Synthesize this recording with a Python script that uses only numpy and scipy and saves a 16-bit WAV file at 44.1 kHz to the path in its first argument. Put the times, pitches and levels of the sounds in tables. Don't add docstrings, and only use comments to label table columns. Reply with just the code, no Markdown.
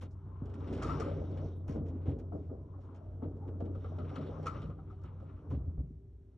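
import sys
import numpy as np
from scipy import signal
from scipy.fft import rfft, irfft, next_fast_len
from scipy.io import wavfile

SR = 44100
rng = np.random.default_rng(int(sys.argv[2]) if len(sys.argv) > 2 else 0)


def voltage_ratio(decibels):
    exponent = np.asarray(decibels, float) / 20
    return 10 ** exponent


def store_wav(level_fs):
    pcm = np.round(np.clip(np.atleast_2d(level_fs), -1, 1) * 32767)
    wavfile.write(sys.argv[1], SR, pcm.T.astype(np.int16))


N = 281269


def rms_one(x):
    return x / np.sqrt(np.mean(x ** 2) + 1e-20)


def in_time(rows):
    s, *columns = np.transpose(rows)
    return [np.interp(np.arange(N) / SR, s, c) for c in columns]


def at_hz(points, hz):
    f, db = np.transpose(points)
    return np.interp(np.log(hz + 1), np.log(f), db)


def drift(rate):
    r = np.exp(-80 * np.pi * rate / SR)
    noise = rng.standard_normal(N // 40 + 2002)
    slow = signal.lfilter([1], [1, -2 * r, r * r], noise)[2000:]
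    return np.interp(np.arange(N) / 40, np.arange(len(slow)), rms_one(slow))


def colour(x, spectrum):
    hz = np.fft.rfftfreq(N, 1 / SR)
    low, high = spectrum[0][0], spectrum[-1][0]
    skirt = 1 / np.sqrt((1 + (low / (hz + 1)) ** 8) * (1 + (hz / high) ** 8))
    return rms_one(irfft(rfft(x) * voltage_ratio(at_hz(spectrum, hz)) * skirt, N))


def resonate(x, modes):
    out = 0
    for k, (hz, width, db) in enumerate(modes):
        r = np.exp(-np.pi * max(width, 2) / SR)
        a = [1, -2 * r * np.cos(2 * np.pi * hz / SR), r * r]
        b = np.array([1, 0, -1]) * (1 - r * r) / 2
        out = out + (-1) ** k * voltage_ratio(db) * signal.lfilter(b, a, x)
    return out


def patchy(x, modes):
    return sum(voltage_ratio(3.5 * drift(9)) * resonate(x, [mode]) for mode in modes)


def dull(x, hz):
    return signal.sosfilt(signal.butter(4, hz, fs=SR, output="sos"), x)


def grit(per_s, spread_db):
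    sizes = voltage_ratio(spread_db * np.minimum(rng.exponential(1, N), 4)) * rng.choice([-1, 1], N)
    return rms_one(sizes * (rng.random(N) < per_s / SR))


def bursts(times, levels_db, t60s, rises, bend=1):
    out = np.zeros(N)
    t = np.arange(SR // 2) / SR
    for s, db, t60, rise, curve in zip(times, levels_db, t60s, rises, bend + 0 * times):
        i = round(s * SR)
        attack = 1 - np.exp(-t / max(rise, 1e-4))
        shape = attack * voltage_ratio(db - 60 * (t / max(t60, .01)) ** curve)
        out[i:i + len(t)] += shape[:N - i]
    return out


def blows(times, levels_db, modes):
    strike = np.zeros(N) + 1e-18
    strike[np.round(times * SR).astype(int)] = voltage_ratio(levels_db)
    unit = resonate(signal.unit_impulse(2000), modes)
    return resonate(strike, modes) / np.max(np.abs(unit))


def swells(rows):
    t = np.arange(N) / SR
    return sum(voltage_ratio(db) * np.sin(np.pi * np.clip((t - s) / length, 0, 1)) ** .5 for s, length, db in rows)


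def joined(*levels_db):
    return 10 * np.log10(sum(voltage_ratio(2 * db) for db in levels_db))


# (t/s, level/dB)
OPENING = [(0.451, -90.5), (.64, -74), (.73, -67.5), (0.831, -67), (.92, -59.5), (1.1, -68), (1.299, -75.5),
           (1.468, -71.5), (1.571, -90)]
# (t/s, level/dB)
CLOSING = [(3.62, -100), (3.819, -80), (4.05, -75.5), (4.16, -70), (4.3, -73.5), (4.49, -71.5), (4.56, -67),
           (4.65, -73), (4.72, -87.5)]


def rolled(rule):
    t = np.arange(N) / SR
    levels = []
    for stroke, db in zip((OPENING, CLOSING), rule):
        effort_db = np.interp(t, *np.transpose(stroke), left=-200, right=-200)
        levels.append(db + rule[2] * (effort_db + 70))
    return levels


# (t/s, level/dB)
AIR = [(0, -57.5), (.35, -69), (.6, -57.5), (1.7, -52.5), (1.9, -49.5), (2.27, -55.5), (2.5, -61.5),
       (2.72, -58.5), (2.91, -55), (3.18, -55), (3.5, -51.5), (4.8, -56), (5.17, -60.5), (5.5, -53.5),
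       (5.7, -60.5), (5.9, -71.5), (6.13, -95.5), (6.38, -69)]


def stirred(rule):
    return rule[0] + rule[1] * (in_time(AIR)[0] + 57)


# (start/s, length/s, cloth level/dB, rail level/dB)
SWISHES = [
    (0.09, 0.89, -68, -86.5),
    (2.68, 0.42, -72.5, -91),
    (4.598, 0.99, -73, -85),
]


def swished(column):
    t = np.arange(N) / SR
    levels = []
    for row in SWISHES:
        swell = np.sin(np.pi * np.clip((t - row[0]) / row[1], 0, 1)) ** .5
        levels.append(row[column] + 20 * np.log10(swell + 1e-6))
    return levels


# (t/s, peak level/dB, t60/s, boom level/dB, slap level/dB)
STEPS = [(.02, -42.5, 0.38, -13, -9), (0.257, -49.5, 0.82, -2, -39), (0.409, -43.5, 0.63, 4, -45),
         (1.684, -38, 0.4, 8, -44), (1.747, -29, 0.34, -10, -19.5), (1.858, -48.5, 0.28, -0.5, -11.5),
         (2.055, -36, 0.76, -13, -30.5), (2.076, -38, 0.24, 10, 1), (2.163, -37, 0.22, -7, -22),
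         (2.326, -34.5, 0.58, -10, -30), (2.447, -59.5, 0.15, 11, -18.5), (2.498, -37.5, 0.54, -37, -22.5),
         (3.222, -31.5, 0.39, -9, -23.5), (3.476, -36.5, 0.14, -7, -20), (5.503, -38.5, 0.49, 9.5, -14.5),
         (5.534, -46.5, 0.26, 12, -11.5), (5.661, -48, 0.34, -2.5, -15.5), (5.907, -54.5, 0.15, 9, -19),
         (5.776, -40.5, 0.24, 15, -15.5)]
# (t/s, peak level/dB, t60/s, boom level/dB)
JOLTS = [(0.696, -30, 0.33, -6), (0.848, -29.5, 0.13, -0.5), (1.003, -30, 0.29, -26),
         (3.607, -30.5, 0.37, -29), (3.758, -43, 0.11, -1), (3.984, -36, 0.34, -28),
         (4.172, -40, 0.93, -33.5), (4.425, -41.5, 0.19, -17), (4.625, -44.5, 0.5, 14.5),
         (1.1, -40.5, 0.79, -6.5), (5.038, -51, 0.13, 23.5), (5.2, -51, 0.52, 7)]
JOLT_SLAP_DB = -18.5


def thuds():
    return np.transpose(STEPS + [row + (JOLT_SLAP_DB,) for row in JOLTS])


# (f/Hz, level/dB per Hz)
ROOM_AIR = [(65, -29.5), (110, -13), (209, -6), (330, -9), (376, -8.5), (515, -25), (607, -23), (1800, -60),
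            (2340, -87), (3960, -120)]
# (f/Hz, width/Hz, level/dB)
APPLIANCES = [(260.5, 1.9, -76), (389.1, 4.7, -69.5)]
# (f/Hz, level/dB per Hz)
HISS = [(1500, -14), (5000, -15), (9500, 3.5), (12400, -12.5)]


def room_floor():
    air, whine, hiss = rng.standard_normal((3, N))
    tones = sum(voltage_ratio(db) * rms_one(resonate(whine, [(hz, width, 0)])) for hz, width, db in APPLIANCES)
    return voltage_ratio(-67.5) * colour(air, ROOM_AIR) + tones + voltage_ratio(-102) * colour(hiss, HISS)


# (t/s, level/dB)
HUM = [(0.0, -43), (0.1, -45.5), (2.15, -36), (2.18, -52), (2.26, -41.5), (2.91, -49.5), (3.29, -39.5),
       (3.32, -50.5), (3.43, -38.5), (4.1, -38.5), (4.14, -43.5), (5.26, -45.5), (5.45, -59), (5.52, -32.5),
       (5.63, -54), (5.68, -34.5), (6.15, -68.5), (6.38, -88)]
# (t/s, f/Hz)
HUM_PITCH = [(0.0, 92.3), (2.21, 89.85), (2.42, 84.7), (2.5, 89.2), (2.61, 84.3), (2.73, 92.5),
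             (3.85, 90.8), (4.42, 93.06), (5.2, 91.7), (5.32, 89), (5.42, 85.65), (5.73, 84.75),
             (5.82, 83.3), (6.2, 80)]
# (f/Hz, level/dB per Hz)
RUMBLE = [(16, -25), (40, -16), (60, 0.5), (73, -5), (103, -2), (118, -10.5), (130, -16.5), (170, -39.5),
          (290, -120)]
HUM_WANDER_HZ = 1.155
DRONE_DB, DRONE_FOLLOWS = -52.5, 0.5
RUMBLE_DB, RUMBLE_FOLLOWS = -57, 0.089
DRONE_ROLL, RUMBLE_ROLL = (-43, -41.5, 0.91), (-53.5, -62.5, 0.61)
THUD_TONE_DB, THUD_DRONE_DB, THUD_RUMBLE_DB = -13, -14, -13.5


def outdoor_machine():
    tone_db, = in_time(HUM)
    s, db, t60, _, _ = thuds()
    stir = bursts(s, db, 1.4 * t60, s * 0 + 0.13)
    drone_db = joined(DRONE_DB + DRONE_FOLLOWS * (tone_db + 48.5), *rolled(DRONE_ROLL))
    drone_db = drone_db + 0.53 * drift(15)
    air_db = joined(RUMBLE_DB + RUMBLE_FOLLOWS * (tone_db + 35.5), *rolled(RUMBLE_ROLL))
    air_db = air_db + 0.23 * drift(15)
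    phase = 2 * np.pi * np.cumsum(in_time(HUM_PITCH)[0] + HUM_WANDER_HZ * drift(5.47)) / SR
    tone_gain = voltage_ratio(tone_db - 3 + 1.1 * drift(2.6)) + voltage_ratio(THUD_TONE_DB) * stir
    tone = np.sqrt(2) * np.sin(phase) * tone_gain
    drone_modes = [(155.8, 8.1, 1), (123, 54, -6.5), (199, 56, -13)]
    drone = dull(rms_one(resonate(rng.standard_normal(N), drone_modes)), 260)
    drone = (voltage_ratio(drone_db - 6) + voltage_ratio(THUD_DRONE_DB) * stir) * drone
    air_gain = voltage_ratio(air_db + 5.5) + voltage_ratio(THUD_RUMBLE_DB) * stir
    return tone + drone + air_gain * colour(rng.standard_normal(N), RUMBLE)


# (f/Hz, level/dB per Hz)
DUST = [(5500, -3), (8000, -1.5), (10500, 0), (12500, -3.5), (14500, -12)]
# (start/s, length/s, level/dB)
SINGS = [
    (.52, .2, -85),
    (1.04, 0.61, -82.5),
    (3.74, .3, -86),
    (4.2, 0.19, -87.5),
]
# (f/Hz, width/Hz, level/dB)
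RAIL_SONG = [(3700, 220, 0), (3100, 330, -8.5)]
DUST_AIR, DUST_ROLL = (-102, .4), (-96, -92.5, .3)


def dust():
    dust_db = joined(stirred(DUST_AIR), *rolled(DUST_ROLL)) + 1.5 * drift(15)
    fine = voltage_ratio(dust_db) * colour(grit(6000, 2.5), DUST)
    song = rms_one(resonate(grit(1200, 2.1), RAIL_SONG))
    return fine + swells(SINGS) * voltage_ratio(2.5 * drift(30)) * song


# (start/s, length/s, level/dB,
# f/Hz)
HOLLOWS = [(0.22, 0.26, -73.5, 1040), (1.25, .25, -59, 620), (2.54, 0.51, -74.5, 1020),
           (2.928, 0.35, -65, 630), (4.4, 0.091, -57.5, 810), (3.4, 0.086, -58.5, 820),
           (5.278, 0.047, -74, 1160), (.98, .3, -53, 555), (4.2, 0.26, -56.5, 555), (1.9, .09, -46.5, 260),
           (2.065, .08, -47.5, 250), (.45, 0.1, -55, 404), (5.08, 0.11, -66.5, 500)]


def hollows():
    rub = grit(1500, 2)
    out = 0
    for start, length, db, hz in HOLLOWS:
        note = resonate(resonate(rub, [(hz, 70, 0)]), [(hz, 200, 0)])
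        out = out + swells([(start, length, db)]) * rms_one(note)
    return out


# (t/s, peak level/dB, f/Hz)
TAPS = [(0.018, -55.5, 520), (0.502, -55.5, 527), (0.543, -59, 480), (0.629, -55, 482), (0.677, -56, 684),
        (0.715, -57, 674), (0.795, -46, 475), (0.822, -41.5, 635), (0.879, -44, 660), (0.997, -33, 448),
        (1.081, -34, 553), (1.218, -41.5, 503), (1.311, -49.5, 630), (1.369, -44.5, 523), (1.429, -45, 541),
        (1.674, -49.5, 626), (1.753, -45.5, 643), (1.78, -48.5, 490), (1.888, -64, 608), (2.061, -44, 514),
        (2.084, -51.5, 482), (2.179, -46, 475), (2.323, -44, 705), (2.352, -42, 488), (2.498, -51, 498),
        (2.529, -50, 520), (2.785, -50.5, 558), (3.223, -39, 493.5), (3.535, -60, 486), (3.606, -40, 680),
        (3.755, -44.5, 534), (3.822, -52.5, 548), (3.847, -42, 477), (3.922, -45.5, 638), (3.986, -40, 601),
        (4.05, -41.5, 463), (4.116, -42.5, 533), (4.16, -43.5, 494), (4.296, -38.5, 491.5),
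        (4.398, -45, 505), (4.459, -39.5, 490), (4.549, -44.5, 570), (4.7, -46.5, 559), (4.789, -53.5, 775),
        (4.928, -55.5, 742.6), (5.201, -59.5, 635), (5.225, -47.5, 536), (5.511, -53, 638),
        (5.531, -52, 536), (5.61, -57.5, 598)]
# (f/Hz, width/Hz, level/dB)
TAP_MODES = [(440, 160, -1.5), (645, 71, -3), (716, 88, -2), (820, 120, -10)]
# (t/s, peak level/dB)
HEELS = [(.262, -44.5), (0.328, -50), (1.802, -31), (2.129, -40), (0.417, -28), (1.692, -27.5),
         (1.748, -38), (1.781, -33), (2.078, -27), (2.108, -33), (2.343, -36), (3.262, -46), (5.533, -27),
         (5.572, -32.5), (5.678, -38.5), (5.803, -31), (5.903, -37.5)]
# (f/Hz, width/Hz, level/dB)
HEEL_MODES = [(101, 37, 3.5), (160, 68, 0), (264.3, 45, -0.5)]
TAP_LEAD_S = .0025
TAP_DB, TAP_TAIL_DB, TAP_T60_S = -5, -9.5, 0.14
TAP_RING_DB, TAP_RING_T60_S = -2.5, 0.11


def taps_and_heels():
    s, db, hz = np.transpose(TAPS) - [[TAP_LEAD_S], [0], [0]]
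    own_db = rng.normal(0, 3, (len(s), len(TAP_MODES)))
    rings = 0
    for k, mode in enumerate(TAP_MODES):
        rings = rings + blows(s, db + TAP_DB + mode[2] + own_db[:, k] - 10, [mode])
    t = np.arange(SR // 5) / SR
    for start, level_db, pitch_hz in zip(s, db, hz):
        i = round(start * SR)
        fall = voltage_ratio(level_db + TAP_RING_DB - 60 * t / TAP_RING_T60_S)
        rings[i:i + len(t)] += fall * np.sin(2 * np.pi * pitch_hz * t)
    shiver = rms_one(resonate(grit(2000, 2), TAP_MODES))
    shiver = shiver * bursts(s, db + TAP_TAIL_DB, s * 0 + TAP_T60_S, s * 0 + 0.0012)
    at, heel_db = np.transpose(HEELS)
    return dull(rings + shiver, 1100) + dull(blows(at, heel_db, HEEL_MODES), 380)


# (t/s, peak level/dB, brightness/dB)
GRIT = [(0.455, -59.5, -7.5), (0.496, -62, -9), (0.538, -50, -13), (.6005, -55.5, -14), (.6725, -49, -20),
        (.69, -56, -18), (0.727, -48.5, -17), (.772, -66, -6), (1.16, -73, -9), (1.196, -70, -16),
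        (0.8223, -35.5, -10), (0.999, -44, -5), (1.011, -67, -5), (1.3109, -59, -9), (1.372, -46.5, -17),
        (1.8817, -68.5, -10), (2.96, -68, -8), (3.603, -50.5, -20), (3.652, -53.5, -18), (3.7493, -53, -19),
        (3.8396, -50.5, -23), (3.9853, -46.5, -21), (3.808, -67, -17), (4.044, -54, -25), (4.092, -50, -19),
        (4.1558, -41, -17.5), (4.2113, -53, -18), (4.267, -53, -21), (4.429, -60, -8), (4.457, -41, -15),
        (4.466, -39, -11), (4.5456, -58, -36), (4.618, -47.5, -19), (4.7, -56.5, -21), (4.8998, -67, -13),
        (5.2, -66, -14), (5.29, -66, -16), (5.363, -71, -17), (5.014, -68, -10), (5.0346, -55.5, -15)]
# (t/s, peak level/dB, brightness/dB, length/s)
SCUFFS = [(0.009, -50, -13.5, 0.1), (0.107, -88.5, 13.5, 0.078), (1.677, -54, -11, 0.092),
          (1.721, -58.5, -14, 0.13), (1.857, -64, -11.5, 0.093), (1.883, -77, -3, .07),
          (2.009, -71, -15, 0.11), (2.0575, -58.5, -16, 0.16), (2.187, -58, -13.5, 0.056),
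          (2.322, -77.5, -5, 0.42), (2.804, -71, -9.5, 0.18), (2.944, -64.5, -11.5, 0.08),
          (3.223, -63, -20, 0.082), (3.362, -83, 1, 0.045), (3.474, -62, -16, 0.048),
          (5.5, -56.5, -16.5, 0.13), (5.655, -73.5, -15, 0.073)]
# (t/s, peak level/dB, brightness/dB, length/s)
DRAGS = [(0.725, -60, -4, 0.13), (0.832, -56, -5, 0.2), (1.004, -58.5, -9, 0.21), (4.47, -66, -1, 0.12),
         (4.525, -71.5, -19, 0.39), (4.91, -76, -11, 0.079), (5.05, -65, -24, 0.085),
         (5.222, -77.5, -9, 0.088), (4.15, -68, -18, 0.44)]
# (t/s, peak level/dB, t60/s, top level/dB)
SQUEAKS = [
    (0.0213, -72, 0.034, -1.5),
    (1.5663, -78.5, 0.014, 6),
    (1.5826, -81, 0.02, 5.5),
    (1.6806, -73.5, 0.033, -4.5),
    (1.6944, -78, 0.041, -7.5),
    (2.0723, -75.5, 0.014, -18),
    (2.0996, -75.5, 0.026, -9),
    (2.1902, -81, 0.024, -21.5),
    (5.5038, -80, 0.022, -15.5),
]
# (f/Hz, level/dB per Hz)
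SCRAPE = [(880, -26.5), (1500, -0.5), (1700, -9.5), (2490, -9.5), (2840, -8), (4600, -24.5), (5980, -57.5),
          (10100, -120)]
# (f/Hz, level/dB per Hz)
SHEEN = [(2710, -29.5), (4600, -8), (6650, -9), (9650, -18.5), (10500, -21), (12100, -26.5), (12700, -59),
         (22000, -120)]
# (f/Hz, width/Hz, level/dB)
RAIL = [(2020, 1100, 3), (3160, 550, -7), (3780, 880, 0), (4360, 140, 6)]
# (f/Hz, width/Hz, level/dB)
RAIL_TOP = [(5790, 910, 11), (6450, 500, 1.5), (7300, 340, -3.5)]
GRIT_T60_S, TICK_RISE_S, TICK_FRONT_DB = .1, .002, -12
SCUFF_HOLD = 3


def rail(roll_db, sheen_db):
    ticks = [row + (GRIT_T60_S, 1) for row in GRIT]
    rubs = [row + (SCUFF_HOLD,) for row in SCUFFS + DRAGS]
    s, db, bright_db, t60, bend = np.transpose(ticks + rubs)
    grains, fine = grit(3000, 1.2), grit(4600, 3.1)
    scrape = colour(grains + 1.9 * patchy(grains, RAIL) + 1.1 * resonate(grains, RAIL[2:3]), SCRAPE)
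    sheen = colour(fine + 0.16 * patchy(fine, RAIL_TOP), SHEEN)
    lumps = drift(29)
    rolling = voltage_ratio(roll_db + 0.56 * lumps + 0.4 * drift(4.6))
    scrape = scrape * (rolling + bursts(s, db - 14.5, t60, s * 0 + TICK_RISE_S, bend=bend))
    at, tick_db, _ = np.transpose(GRIT)
    scrape = scrape + dull(blows(at + .001, tick_db + TICK_FRONT_DB, RAIL[:3]), 4500)
    soft = rms_one(dull(resonate(sheen, RAIL_TOP[:1]), 7200))
    glide = soft + voltage_ratio(0.63 * (sheen_db + 74)) * sheen
    glide = glide * voltage_ratio(sheen_db + 9.5 + 0.62 * lumps)
    sheen = glide + sheen * bursts(s, db + bright_db - 8.5, 0.9 * t60, s * 0 + 0.00067, bend=bend)
    s, db, t60, top_db = np.transpose(SQUEAKS)
    thin = rms_one(resonate(fine, [(10600, 630, 7.3), (13400, 710, 4.4)]))
    top = rms_one(resonate(fine, [(15300, 1000, 0)]))
    squeaks = bursts(s, db + 8.5, t60, s * 0 + 0.00019) * thin
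    return scrape + sheen + squeaks + bursts(s, db + top_db, t60, s * 0 + 0.0002) * top


# (t/s, peak level/dB, t60/s)
KNOCKS = [
    (0.543, -55.5, 0.94),
    (.8164, -34.5, 0.36),
    (0.8251, -28, 0.16),
    (0.8883, -30.5, 0.59),
    (0.9416, -41, 0.065),
    (1.0035, -32, 0.25),
    (1.048, -43, 0.12),
    (4.465, -25.5, 0.22),
    (5.512, -54, 0.19),
]
# (t/s, peak level/dB)
CLACKS = [(3.7505, -49), (3.818, -65), (3.844, -42.5), (3.923, -74), (3.987, -43), (4.044, -47),
          (4.1, -44.5), (4.162, -38), (4.2116, -44), (4.5537, -43.5), (4.6247, -46.5), (4.7018, -43.5),
          (4.789, -47.5), (4.9011, -46), (5.0396, -46), (5.202, -50.5), (5.2938, -53), (5.371, -55.5)]
# (t/s, peak level/dB)
SILL = [(0.018, -58.5), (1.679, -60.5), (1.752, -62.5), (2.061, -70.5), (2.321, -61), (2.4944, -66.5),
        (2.738, -67), (2.7854, -90), (3.2205, -62), (3.476, -66), (3.603, -62), (5.508, -57), (5.59, -77),
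        (5.69, -74.5), (5.775, -73)]
# (start/s, length/s, level/dB)
BUZZES = [
    (3.84, 0.4, -76.5),
    (4.5, 0.25, -63),
    (4.75, .75, -81.5),
]
# (f/Hz, width/Hz, level/dB)
FRAME = [(1184, 60, -5), (1252, 30, 2), (1312, 34, 1), (1420, 100, -13), (1195, 260, -11)]
# (f/Hz, level/dB per Hz)
FRAME_SPREAD = [(480, -23.5), (820, -2), (971, -3), (1070, -4.5), (1310, -5.5), (1550, -15.5), (2200, -35),
                (2860, -63.5), (4840, -120)]
LATCH_TOUCH = (4.4595, -30, 0.081)
CLACK_T60_S, SILL_T60_S = .13, .2


def hollow_frame(roll_db):
    s, db, t60 = np.transpose(KNOCKS + [LATCH_TOUCH] + [row + (CLACK_T60_S,) for row in CLACKS])
    wash = colour(grit(2600, 1), FRAME_SPREAD)
    rattle = grit(900, 2.2)
    loose = bursts(s, db - 13.5, 0.87 * t60, s * 0 + 0.0019) + voltage_ratio(roll_db - 15.5) + swells(BUZZES)
    rattling = resonate(loose * rattle, FRAME) / np.std(resonate(rattle, FRAME))
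    low_rattle = rms_one(dull(resonate(rattle, [(656, 180, 0)]), 1200))
    crack = bursts(s, db - 27, t60 * 0.21, s * 0 + .001) * (wash + 0.8 * low_rattle)
    at, sill_db = np.transpose(SILL)
    crack = crack + bursts(at, sill_db, at * 0 + SILL_T60_S, at * 0 + 0.0016) * wash
    ring = resonate(blows(s, db - 2, FRAME), [(1400, 430, 0.0063)])
    return voltage_ratio(roll_db + 1.8 * drift(6.6)) * wash + dull(ring + rattling, 1500) + crack


# (f/Hz, width/Hz, level/dB)
PANE = [(228, 40, -2), (310.7, 11, -2), (396, 33.7, -3.5), (461.2, 19, 4), (533, 51, -7.5), (643.6, 43, -4),
        (743, 69, -20)]
# (f/Hz, level/dB per Hz)
PANE_SPREAD = [(100, -33.5), (170, -2.5), (216, -7), (301, 5.5), (352, -3), (1000, -31.5), (1300, -55.5),
               (2200, -120)]
THUD_RISE_S = 0.0063


def glass_pane(roll_db):
    s, db, t60, boom_db, slap_db = thuds()
    rise = s * 0 + THUD_RISE_S
    shake = grit(2500, 1.1)
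    body = rms_one(rms_one(resonate(shake, PANE)) + 1.47 * colour(shake, PANE_SPREAD))
    deep = dull(body, 450)
    rolling = deep + voltage_ratio(np.minimum(.5 * (roll_db + 50.5), 0)) * (body - deep)
    boom = rms_one(resonate(rng.standard_normal(N), [(61, 8.4, 1), (98, 142.5, -4), (159.5, 99, -4)]))
    slap = rms_one(resonate(shake, [(590, 71, 3), (630, 310, -11.5)]))
    glass = voltage_ratio(roll_db + drift(45)) * rolling + bursts(s, db - 5.5, t60, rise, bend=0.84) * body
    hits = bursts(s, db + slap_db - 19, 1.1 * t60, 0.15 * rise) * slap
    hits = hits + blows(s, db + slap_db - 12, PANE[2:])
    floor = bursts(s, db + boom_db - 10, 1.9 * t60, 0.98 * rise) * boom
    floor = floor + blows(s + 0.0078, db - 10.5, [(112, 56, 0.00067)] + PANE[:2])
    return dull(glass, 850) + dull(hits, 1500) + dull(floor, 370)


PANE_AIR, FRAME_AIR, RAIL_AIR, SHEEN_AIR = (-57, 1), (-77, 1), (-92, 0.44), (-110, .15)
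PANE_ROLL, FRAME_ROLL = (-46.5, -53, 0.6), (-62.5, -61, 0.84)
RAIL_ROLL, SHEEN_ROLL = (-70, -70, 1), (-88.5, -90, 0.94)


def scene():
    pane_db = joined(stirred(PANE_AIR), *rolled(PANE_ROLL))
    frame_db = joined(stirred(FRAME_AIR), *swished(2), *rolled(FRAME_ROLL))
    scrape_db = joined(stirred(RAIL_AIR), *swished(3), *rolled(RAIL_ROLL))
    sheen_db = joined(stirred(SHEEN_AIR), *rolled(SHEEN_ROLL))
    background = room_floor() + outdoor_machine() + dust() + hollows()
    door = rail(scrape_db, sheen_db) + hollow_frame(frame_db) + glass_pane(pane_db)
    direct = background + taps_and_heels() + door
    t = np.arange(6000) / SR
    echoes = rng.standard_normal((2, len(t))) * voltage_ratio(-60 * t / 0.022)
    echoes = echoes / np.linalg.norm(echoes[0])
    paths = signal.fftconvolve(direct[None], echoes, axes=1)[:, :N]
    turn = 3.26 * drift(3.18)
    return np.array([direct, np.cos(turn) * paths[0] + np.sin(turn) * paths[1]])


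def roll_off(x):
    return signal.sosfilt(signal.butter(12, 15710, fs=SR, output="sos"), x)


# (f/Hz, level/dB)
SCATTER = [(100, -50), (300, -24), (500, -11), (750, -5), (1000, -3), (1250, -9), (1450, -5), (1700, -8),
           (2200, -15), (6000, -15), (9000, -12), (11500, -20)]
# (f/Hz, level/dB)
BALANCE_DB = [(60, .2), (380, .8), (700, 2), (1290, 4.5), (1800, .3), (15000, 0)]
# (f/Hz, phase/rad)
LEAD = [(20, 0), (200, -.25), (500, -.55), (1000, 0), (1720, .1), (2580, 1.1), (3530, .4), (4400, .9),
        (4750, 2.0), (4880, 3.14), (5020, 5.0), (5300, 6.3), (7000, 7.5), (10000, 8.6), (12000, 9.1),
        (16000, 8.6)]
FLOOR_DB = -112
CLOCK_HZ, CLOCK_DB = 12000, -67


def record(dry):
    size = next_fast_len(N + SR // 10)
    hz = np.fft.rfftfreq(size, 1 / SR)
    shared = rfft(dry[0], size)
    apart = voltage_ratio(at_hz(SCATTER, hz)) * rfft(dry[1], size)
    tilt = voltage_ratio(at_hz(BALANCE_DB, hz) / 2)
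    left = (shared + apart) * tilt
    right = (shared - apart) / tilt * np.exp(-1j * at_hz(LEAD, hz))
    ports = irfft(np.array([left, right]), size)[:, :N]
    noise = voltage_ratio(FLOOR_DB) * rng.standard_normal((2, N))
    clock = voltage_ratio(CLOCK_DB) * np.sin(2 * np.pi * CLOCK_HZ * np.arange(N) / SR) * dry[0]
    return roll_off(ports + noise + clock)


dry = scene()
out = record(dry)
store_wav(out)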